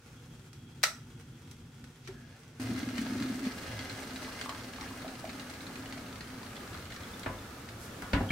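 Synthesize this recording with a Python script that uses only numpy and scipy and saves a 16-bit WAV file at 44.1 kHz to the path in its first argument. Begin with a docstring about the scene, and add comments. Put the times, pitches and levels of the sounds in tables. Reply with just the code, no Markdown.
"""A quiet kitchen, in stereo, close to a glass electric kettle. Steam bubbles rumble and simmer,
the switch snaps off and the kettle is lifted from its base. After a cut, heard louder, it is tilted:
water sizzles and throbs on the hot plate, then splashes and gurgles into a glass cup, softer as the
pool deepens. The kettle swings upright with a clunk and is set down heavily on the counter."""
import sys
import numpy as np
from scipy import signal
from scipy.fft import rfft, irfft, next_fast_len
from scipy.io import wavfile
from scipy.ndimage import map_coordinates

SR = 44100
rng = np.random.default_rng(int(sys.argv[2]) if len(sys.argv) > 2 else 0)


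def dump(signal):
    """Clip the signal to [-1, 1] and save it as 16-bit WAV at the path in sys.argv[1]."""
    limited = np.clip(np.atleast_2d(signal).T, -1, 1)
    pcm = np.round(limited * 32767).astype(np.int16)
    wavfile.write(sys.argv[1], SR, pcm)


N = 366471
TIME = np.arange(N) / SR
AGE = TIME[:SR // 2]  # seconds since a strike
LIFT_S, CUT_S, THROB_END_S, TRICKLE_S, STOP_S = 2.1, 2.596, 3.48, 6.68, 7.03
TOP_HZ = 15800


def amp(db):
    """Decibels to gain."""
    return 10 ** (np.asarray(db) / 20)


def unit(x):
    """Scale to rms 1."""
    return x / np.sqrt(np.mean(x ** 2) + 1e-20)


def along(points, hz):
    """Read (frequency, value) points on a log frequency axis."""
    freqs, values = np.transpose(points)
    return np.interp(np.log(hz + 1), np.log(freqs), values)


def wobble(rate):
    """A smooth random curve, rate knots a second."""
    return map_coordinates(rng.standard_normal(int(N * rate / SR) + 4), [TIME * rate])


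def fade(t60):
    """A free decay, 60 dB in t60 seconds."""
    return amp(-60 * AGE / t60)


def since(s):
    """Seconds gone by since time s, zero before it."""
    return np.maximum(TIME - s, 0)


def held(start, stop, attack_s, t60):
    """Gain that rises, holds until stop and dies away."""
    return np.minimum(since(start) / attack_s, 1) * amp(-60 * since(stop) / t60)


def add(track, s, sound):
    """Mix a sound in at time s."""
    part = track[..., max(round(s * SR), 0):][..., :sound.shape[-1]]
    part += sound[..., :part.shape[-1]]


def filtered(x, response):
    """Pass x through a frequency response."""
    n = x.shape[-1]
    padded = next_fast_len(n + SR // 4)
    return irfft(rfft(x, padded) * response(np.fft.rfftfreq(padded, 1 / SR)), padded)[..., :n]


def resonances(modes, f):
    """Causal response of (pitch_hz, width_hz, gain_db) resonances."""
    return sum((-1) ** k * amp(db) * 1j * f * width / (hz * hz - f * f + 1j * f * width)
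               for k, (hz, width, db) in enumerate(modes))


def noise(spectrum, size=N):
    """Mid and side noise of rms 1, shaped by (freq_hz, gain_db) points."""
    return unit(filtered(rng.standard_normal((2, size)), lambda f: amp(along(spectrum, f))))


def hum(modes):
    """Mid and side noise of rms 1 held in resonances."""
    return unit(filtered(rng.standard_normal((2, N)), lambda f: resonances(modes, f) ** 2))


def ring(modes):
    """Struck (pitch_hz, gain_db, t60_s) modes, at new strengths for every blow."""
    gains = amp(np.array(modes)[:, 1] + rng.normal(0, 1.7, len(modes)))
    partials = sum((-1) ** k * gains[k] * fade(t60) * np.sin(2 * np.pi * hz * AGE)
                   for k, (hz, _, t60) in enumerate(modes))
    return partials / np.linalg.norm(gains)


def pops(rate, spread_db):
    """Mid and side impulses at random times and places: many small, a few large."""
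    chance, size, place = rng.random((3, N))
    hits = (chance < rate / SR) * amp(spread_db * np.minimum(-np.log(size + 1e-9), 4))
    return unit(np.array([hits, hits * (2 * place - 1)]))


def blips(rows, cycles, rise):
    """(start_s, level_db, pitch_hz) tones that swell over some cycles and die; rise bends the pitch up."""
    out = np.zeros((2, N))
    for s, db, hz in rows:
        swell = AGE[:SR // 6] * hz / cycles  # 1 at the peak
        phase = 2 * np.pi * cycles * (swell + rise * (swell - 2 * np.log1p(swell)))
        place = np.array([[1], [rng.uniform(-0.3, 0.47)]])
        add(out, s, amp(db) * swell * np.exp(1 - swell) * np.sin(phase) * place)
    return out


# Decay of the kitchen's reflections: freq_hz, t60_s
WALL_DECAY = [(100, 0.35), (1000, 0.36), (5000, 0.22), (15000, 0.31)]
def room(x, wet_db):
    """Add the reflections that reach the microphone from the walls, changing as things move."""
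    out = x.copy()
    block = SR // 3
    for start in range(0, N, block):
        hz, t, bands = signal.stft(rng.standard_normal((2, SR // 2)), SR, nperseg=256)
        decay = amp(-60 * t / along(WALL_DECAY, hz)[:, None])
        tail = signal.istft(bands * decay, SR, nperseg=256)[1]
        tail = np.pad(tail / np.linalg.norm(tail[0]), ((0, 0), (SR // 400, 0)))  # 2.5 ms late
        add(out, start / SR, amp(wet_db) * signal.fftconvolve(x[:1, start:start + block], tail, axes=1))
    return out


# Room tone all around the microphone: freq_hz, gain_db
ROOM_TONE = [(25, -13), (85, 2.5), (140, -2), (254, 0.5), (315, -4), (720, -10), (1050, -13.5), (1270, -8),
             (1700, -12), (1900, -16.5), (2150, -16.5), (3200, -20), (4200, -21), (7000, -25), (15700, -32)]
def kitchen():
    """The quiet room: a low, gently wavering noise."""
    return amp(-47 + 0.9 * wobble(5.8)) * noise(ROOM_TONE)


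def heater(pitch_hz=3300, count=14):
    """The heater sings a thin note and pings under bursting bubbles; the base rings at the lift."""
    singing = amp(-75 + 2.5 * wobble(30.1)) * held(0.12, LIFT_S, attack_s=0.06, t60=2.5)
    note = singing * hum([(pitch_hz, 280, 0)])
    pings = [(s, -63, pitch_hz) for s in rng.uniform(0.23, 1.3, count)]
    base = amp(-63) * held(LIFT_S, 2.17, attack_s=0.063, t60=0.9) * hum([(1670, 130, 0)])
    return note + blips(pings, cycles=10, rise=0) + base


# The kettle slides on its base, later the grip on the handle: start_s, length_s, level_db, brightest_hz
PLASTIC_RUBS = [(2.02, 0.053, -60, 2600), (7.78, .08, -55.5, 5500)]
def slides():
    """Short swishes of plastic rubbing."""
    out = np.zeros((2, N))
    for s, length, db, hz in PLASTIC_RUBS:
        rub = noise([(hz * 0.26, -17), (hz, 3), (hz * 2.4, -2), (hz * 4, -20)])
        out += amp(db) * held(s, s + length, attack_s=0.04, t60=0.2) * rub
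    return out


# Small steam bubbles, heard beside the kettle: freq_hz, gain_db
SIMMER_SPECTRUM = [(300, -30), (450, 2), (620, -9.5), (820, -5.5), (1050, -9), (1400, -7), (2200, -10),
                   (4500, -14.5), (5800, -13.5), (9000, -18.5), (11000, -23), (15700, -27.5)]
def simmer():
    """Small steam bubbles burst in a ticking hiss."""
    bursts = room(pops(rate=160, spread_db=3.5), wet_db=4)
    ticks = unit(filtered(bursts, lambda f: amp(along(SIMMER_SPECTRUM, f))))
    flicker = amp(-61.5 + 1.3 * wobble(30.03))
    hiss = noise(SIMMER_SPECTRUM)
    ringing = hum([(1420, 240, 0), (2670, 220, -3)])
    return flicker * (0.67 * hiss + 0.64 * ticks + 0.28 * ringing)


# The low end of the boil: freq_hz, gain_db
RUMBLE_SPECTRUM = [(18, -43), (30, -18), (86, -7.5), (128, -1), (162, -5), (195, -18), (241, -3),
                   (282, -17), (387, -16.5), (430, -40), (504, -41), (700, -85), (910, -69), (1540, -120)]
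def rumble(build_s=0.23, build_db=6.5, calm_db_per_s=11):
    """Big steam bubbles build up, hold, and calm once the kettle is lifted."""
    level_db = -50.5 - build_db * np.maximum(1 - TIME / build_s, 0) - calm_db_per_s * since(LIFT_S)
    return amp(level_db + 1.54 * wobble(16)) * noise(RUMBLE_SPECTRUM)


# Ringing of the glass jug and cup: pitch_hz, gain_db
GLASS_MODES = [(1280, -6), (1640, 3), (2050, 1), (2480, -10.5), (2840, -2), (3310, -7), (4190, -5)]
def water(spectrum, rate, spread_db, hollow_db, width_hz, wash):
    """Countless tiny bursts over a wash of spray, coloured by the glass around them."""
    def glass(f):
        peaks = sum(amp(hollow_db + db) / (1 + (2 * (f - hz) / width_hz) ** 2) for hz, db in GLASS_MODES)
        return np.sqrt(1 + peaks)
    grains = unit(room(pops(rate, spread_db), wet_db=1.5)) + wash * rng.standard_normal((2, N))
    return unit(filtered(grains, lambda f: amp(along(spectrum, f)) * glass(f)))


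def swash():
    """Water washes against the glass as the kettle is lifted."""
    lapping = water(SPLASH_SPECTRUM, rate=220, spread_db=4.5, hollow_db=12, width_hz=60, wash=0.3)
    return amp(-66) * held(LIFT_S, 2.35, attack_s=0.06, t60=2.8) * lapping


# Water shifts as the jug tilts: start_s, length_s, level_db, pitch_hz
TILTS = [(2.58, .6, -48, 118), (3.674, .15, -45.5, 113), (6.68, 0.2, -49.5, 89)]
def sloshing():
    """Water sways in the jug as a low band of noise, and swells at each tilt."""
    def sway(hz):
        return noise([(hz * 0.61, -25), (hz * 0.86, -10.5), (hz, 1), (hz * 1.15, -15),
                      (hz * 2.7, -40), (1000, -90)])
    swells = sum(amp(db) * held(s, s + length, attack_s=0.04, t60=1.2) * sway(hz)
                 for s, length, db, hz in TILTS)
    return swells + amp(-57.5) * sway(116)


# Resonances of the air in the jug: pitch_hz, width_hz, gain_db
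AIR_MODES = [(183, 41, -24), (257.3, 13.2, 3.5), (372, 100, -19.5)]
def jug_air(fade_db_per_s=0.5):
    """Collapsing steam stirs the air in the tilted jug, which then hums on, ever fainter."""
    white = rng.standard_normal((2, N))
    air = unit(filtered(white, lambda f: resonances(AIR_MODES, f) / (1 + (f / 500) ** 4)))
    steam = amp(-41) * held(CUT_S, THROB_END_S, attack_s=0.0031, t60=0.21)
    flow = amp(-50 - fade_db_per_s * since(THROB_END_S)) * held(CUT_S, 6.32, attack_s=0.3, t60=5.3)
    return np.hypot(steam, flow) * air


# The largest steam pockets: start_s, level_db
STEAM_POCKETS = [(2.694, -28), (2.714, -26.5), (2.828, -27), (2.871, -30.5), (2.987, -25.5), (3.013, -26.5),
                 (3.121, -26.5), (3.209, -24.5), (3.299, -28.5), (3.464, -28.5)]
def throbs(pitch_hz=245, count=12):
    """Steam pockets collapse on the hot plate and throb at the pitch of the air in the jug."""
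    large = [(s, db, pitch_hz * np.exp(0.055 * rng.standard_normal())) for s, db in STEAM_POCKETS]
    small = [(s, -34, pitch_hz * np.exp(0.12 * rng.standard_normal()))
             for s in rng.uniform(CUT_S, THROB_END_S, count)]
    return room(blips(large + small, cycles=1.33, rise=0.017), wet_db=-15)


# Switch, base and handle click, close and fairly dry: start_s, level_db, highpass_hz
PLASTIC_CLICKS = [(0.531, -44, 3000), (.8312, -16.5, 4000), (0.8361, -13.5, 1000), (0.8379, -19, 1400),
                  (1.512, -39, 6000), (1.841, -46.5, 700), (2.0748, -40.5, 1800), (2.0815, -46, 1500),
                  (6.94, -38.5, 9000), (7.194, -31.5, 12000), (8.021, -35, 9000)]
# Resonances of the switch housing: pitch_hz, width_hz, gain_db
HOUSING_MODES = [(630, 45, 4), (1340, 80, 4.5), (1510, 63, -3), (1930, 110, -1.5), (2500, 51, -13),
                 (2800, 90, -14), (3900, 130, -3), (4240, 130, -9), (4840, 87, -3), (5610, 130, -0.5),
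                 (6130, 170, -4), (7800, 890, -11)]
# The crack of hard plastic: freq_hz, gain_db
CRACK_SPECTRUM = [(300, -18), (480, -4), (660, 0.5), (1080, -11), (1330, 7), (1650, -4), (1970, 2.5),
                  (2300, -3), (3200, -6.5), (4300, -5), (6000, -8.5), (7000, -13.5), (10000, -15.5),
                  (15700, -26)]
def clicks():
    """Hard plastic snaps: a crack, then the rattling ring of the housing."""
    out = np.zeros((2, N))
    for s, db, highpass_hz in PLASTIC_CLICKS:
        housing = unit(filtered(rng.standard_normal((2, len(AGE))), lambda f: resonances(HOUSING_MODES, f)))
        rattle = housing * (0.25 * fade(0.026) + 0.089 * fade(0.31))
        crack = 0.5 * noise(CRACK_SPECTRUM, size=len(AGE)) * (fade(0.036) + 0.31 * fade(0.19))
        highpass = signal.butter(1, highpass_hz, "high", fs=SR)
        add(out, s, amp(db) * signal.lfilter(*highpass, crack + rattle))
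    return room(out, wet_db=-12.5)


# The kettle is lifted, righted and set down: start_s, clunk_db, thump_db, highpass_hz, lowpass_hz
BUMPS = [(2.074, -33.5, -64, 2600, 3300), (2.092, -33.5, -53, 328, 397), (7.261, -17, -53, 900, 1290),
         (7.266, -25.5, -33.5, 790, 1200), (8.0215, -24.5, -44, 1010, 1680), (8.133, -17, -17.5, 400, 3400),
         (8.147, -21.5, -19.5, 300, 2200), (8.161, -29, -23, 200, 2000), (8.207, -18, -31, 600, 800),
         (8.304, -26.5, -16.5, 100, 3620)]
# The noise of each contact: freq_hz, gain_db
CLUNK_SPECTRUM = [(100, -36), (250, 17), (450, 1), (750, 4), (1100, -1.5), (1800, 0), (4000, -8),
                  (8000, -13.5), (15000, -6.5)]
# Ringing of the kettle body: pitch_hz, gain_db, t60_s
BODY_MODES = [(529, 1, 0.48), (660, 2, 0.13), (1006, -0.5, 0.4), (1114, -2, 0.28), (1380, 3, 0.1),
              (1462, 5.5, 0.17), (1710, -5, 0.45), (2159, -6, 0.52), (2340, -32, 0.61), (3420, -11, 0.55),
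              (4070, -27, 0.19)]
# Boom of the counter under it: pitch_hz, gain_db, t60_s
COUNTER_MODES = [(48.2, 0, 0.28), (59.5, -6, 0.17), (86.5, -12, .2), (100, 2.5, 0.39), (127.3, -5.5, 0.28),
                 (175, -5, 0.13), (274, -5, 0.14)]
# The foot squeaks as the kettle settles: start_s, level_db, pitch_hz
FOOT_SQUEAKS = [(8.290, -36, 3180), (8.303, -36, 1770), (8.305, -25, 2280)]
def knocks():
    """The kettle clunks, each contact with its own brightness, and its weight thumps below."""
    out = np.zeros((2, N))
    for s, clunk_db, thump_db, highpass_hz, lowpass_hz in BUMPS:
        clunk = 0.8 * noise(CLUNK_SPECTRUM, size=len(AGE)) * fade(0.062) + 0.15 * ring(BODY_MODES)
        clunk = signal.lfilter(*signal.butter(1, highpass_hz, "high", fs=SR), clunk)
        clunk = signal.lfilter(*signal.butter(2, lowpass_hz, fs=SR), clunk)
        add(out, s, amp(clunk_db) * clunk)
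        add(out, s, amp(thump_db) * ring(COUNTER_MODES) * (1 - fade(0.013)))
    base_boom = blips([(2.087, -41.5, 381)], cycles=2.0, rise=0)  # as the kettle comes off
    squeaks = blips(FOOT_SQUEAKS, cycles=6.8, rise=0.03)
    return room(out + base_boom + squeaks, wet_db=-3.0)


# The last drips into the cup: start_s, level_db, pitch_hz
LAST_DRIPS = [(7.036, -47, 3350), (7.135, -48.5, 3580), (7.26, -53, 3580), (7.385, -49, 3560)]
def drips():
    """The glass cup tinkles under each drip."""
    return room(blips(LAST_DRIPS, cycles=13, rise=0), wet_db=-11)


# The largest air bubbles trapped by the stream: start_s, level_db, pitch_hz
LARGE_BUBBLES = [(4.279, -38, 1100), (4.459, -33.5, 1130), (4.492, -30.5, 1060), (4.524, -39, 1250),
                 (4.785, -39, 1160), (4.819, -37, 1140), (5.046, -35, 674), (5.065, -40, 730),
                 (5.242, -33.5, 677), (5.974, -40, 675), (6.749, -37, 1390)]
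def gurgle(count=130):
    """Trapped bubbles ring in the cup, a few large among many small; the large ones churn the water."""
    when, size, pitch = rng.random((count, 3)).T
    start_s = THROB_END_S + (TRICKLE_S - THROB_END_S) * when
    small = np.transpose([start_s, -55 + 14 * size ** 3, 800 * 2 ** (1.8 * pitch)])
    out = blips(LARGE_BUBBLES, cycles=1.3, rise=0.02) + blips(small, cycles=1.7, rise=0.06)
    for s, db, hz in LARGE_BUBBLES:
        churn = noise([(hz / 3, -30), (hz * 0.62, -2), (hz * 0.95, -2), (hz * 3, -30)], size=SR // 8)
        add(out, s, amp(db) * 0.23 * fade(0.14)[:SR // 8] * churn)
    return room(out, wet_db=-5)


# The loudest drops on the water and the glass: start_s, level_db
LOUD_DROPS = [(2.9806, -31.5), (3.2241, -37), (3.7910, -34.5), (3.8969, -36), (4.1599, -38), (4.4128, -31),
              (4.4932, -33), (4.6094, -45), (4.81, -36), (5.2934, -39.5), (5.3966, -37), (5.4979, -40),
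              (5.667, -40.5), (5.756, -40.5), (5.9248, -39), (6.2078, -38.5), (6.5656, -40.5),
              (6.9224, -40.5), (7.0334, -46), (7.2325, -39), (7.6884, -41)]
# The spit of one bursting drop: freq_hz, gain_db
SPIT_SPECTRUM = [(600, -18), (1400, 10.5), (2100, 13), (2700, 4.5), (3400, 3.5), (4300, 9.5), (5000, 0),
                 (8000, -5), (15000, -26)]
def spatter(count=120, spread_db=8, fade_db_per_s=1.15, breakup_db=3.5):
    """Each drop bursts in a short, ragged spit: a sharp start, a tiny bubble and a spray of fragments."""
    out = np.zeros((2, N))
    when, size = rng.random((count, 2)).T
    elapsed = (STOP_S - CUT_S) * (np.arange(count) + when) / count
    # stray drops soften as the cup fills, and grow louder again as the stream breaks up
    level_db = -45.5 - fade_db_per_s * elapsed + breakup_db * (CUT_S + elapsed > TRICKLE_S)
    stray = np.transpose([CUT_S + elapsed, level_db + spread_db * size ** 2])
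    drops = np.vstack([LOUD_DROPS, stray])
    decay = 0.24 * fade(0.01) + 0.54 * fade(0.058)
    for s, db in drops:
        add(out, s, amp(db) * decay[:SR // 10] * noise(SPIT_SPECTRUM, size=SR // 10))
    pitch_hz = 3600 * np.exp(0.223 * rng.standard_normal(len(drops)))
    bubbles = blips(np.column_stack([drops, pitch_hz]), cycles=5.2, rise=0.013)
    return room(out + 0.42 * bubbles, wet_db=-4.5)


# Water splashing on glass, near the microphone: freq_hz, gain_db
SPLASH_SPECTRUM = [(180, -54), (300, -0.5), (560, 0.5), (684, 1.5), (855, -3.5), (1130, -9), (1500, -5),
                   (2090, -5.5), (2410, -7), (3600, -10.5), (4190, -9.5), (5000, -9.5), (6500, -15),
                   (11000, -120)]
# The sizzle of fine spray: freq_hz, gain_db
SIZZLE_SPECTRUM = [(1500, -22), (3300, -21.5), (4300, -0.5), (6000, 0), (7000, -4), (9000, -2),
                   (11000, -11.5), (15700, -12.5)]
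# The thin stream at the end of the pour: freq_hz, gain_db
TRICKLE_SPECTRUM = [(400, -25), (900, -8), (1300, 0), (1700, -6), (2100, 0), (2800, -9), (3600, 1),
                    (4300, -7), (5200, -8), (12000, -18)]
def pour(covered_s=4.4, cover_db=2.5, deepen_db_per_s=6):
    """The stream hits bare glass until a deepening pool cushions it; a last trickle rings the cup."""
    splash = water(SPLASH_SPECTRUM, rate=500, spread_db=4.0, hollow_db=18, width_hz=57, wash=0.33)
    sizzle = water(SIZZLE_SPECTRUM, rate=500, spread_db=5.0, hollow_db=11, width_hz=60, wash=0.31)
    trickle = water(TRICKLE_SPECTRUM, rate=123, spread_db=3, hollow_db=22, width_hz=35, wash=0.15)
    pool_age = since(covered_s)
    cushion_db = cover_db * np.minimum(pool_age / 0.059, 1) + deepen_db_per_s * pool_age
    flow = amp(-cushion_db) * held(CUT_S, STOP_S, attack_s=0.0025, t60=0.6)
    escape_db = 0.24 * cushion_db  # fine spray escapes part of the cushioning
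    stream = flow * (amp(-49) * splash + amp(-57 + escape_db) * sizzle)
    ending = amp(-57.5) * held(TRICKLE_S, STOP_S, attack_s=0.17, t60=2.7) * trickle
    surge_db = wobble(18) + 1.8 * wobble(60)
    return amp(surge_db) * (stream + ending)


# Stereo width at the microphone, bass nearly mono and treble wide: freq_hz, side_db
STEREO_WIDTH = [(30, -42), (60, -36), (200, -26), (380, -12), (700, -6), (1300, -5.5), (2400, -2),
                (4400, -1.5), (8000, -1), (15000, 0)]
def scene():
    """The boil, a cut to the pour, and handling noises over both; mid and side become left and right."""
    cut = np.clip((TIME - CUT_S) / 0.003, 0, 1)
    pouring = kitchen() + drips() + jug_air() + throbs() + sloshing() + pour() + gurgle() + spatter()
    boiling = rumble() + simmer() + swash() + heater()
    mid, side = (1 - cut) * boiling + cut * pouring + slides() + clicks() + knocks()
    side = filtered(side, lambda f: amp(along(STEREO_WIDTH, f)))
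    return np.array([mid + side, mid - side])


def record(dry):
    """The recorder keeps nothing above its band limit."""
    return filtered(dry, lambda f: f < TOP_HZ)


dry = scene()
out = record(dry)
dump(out)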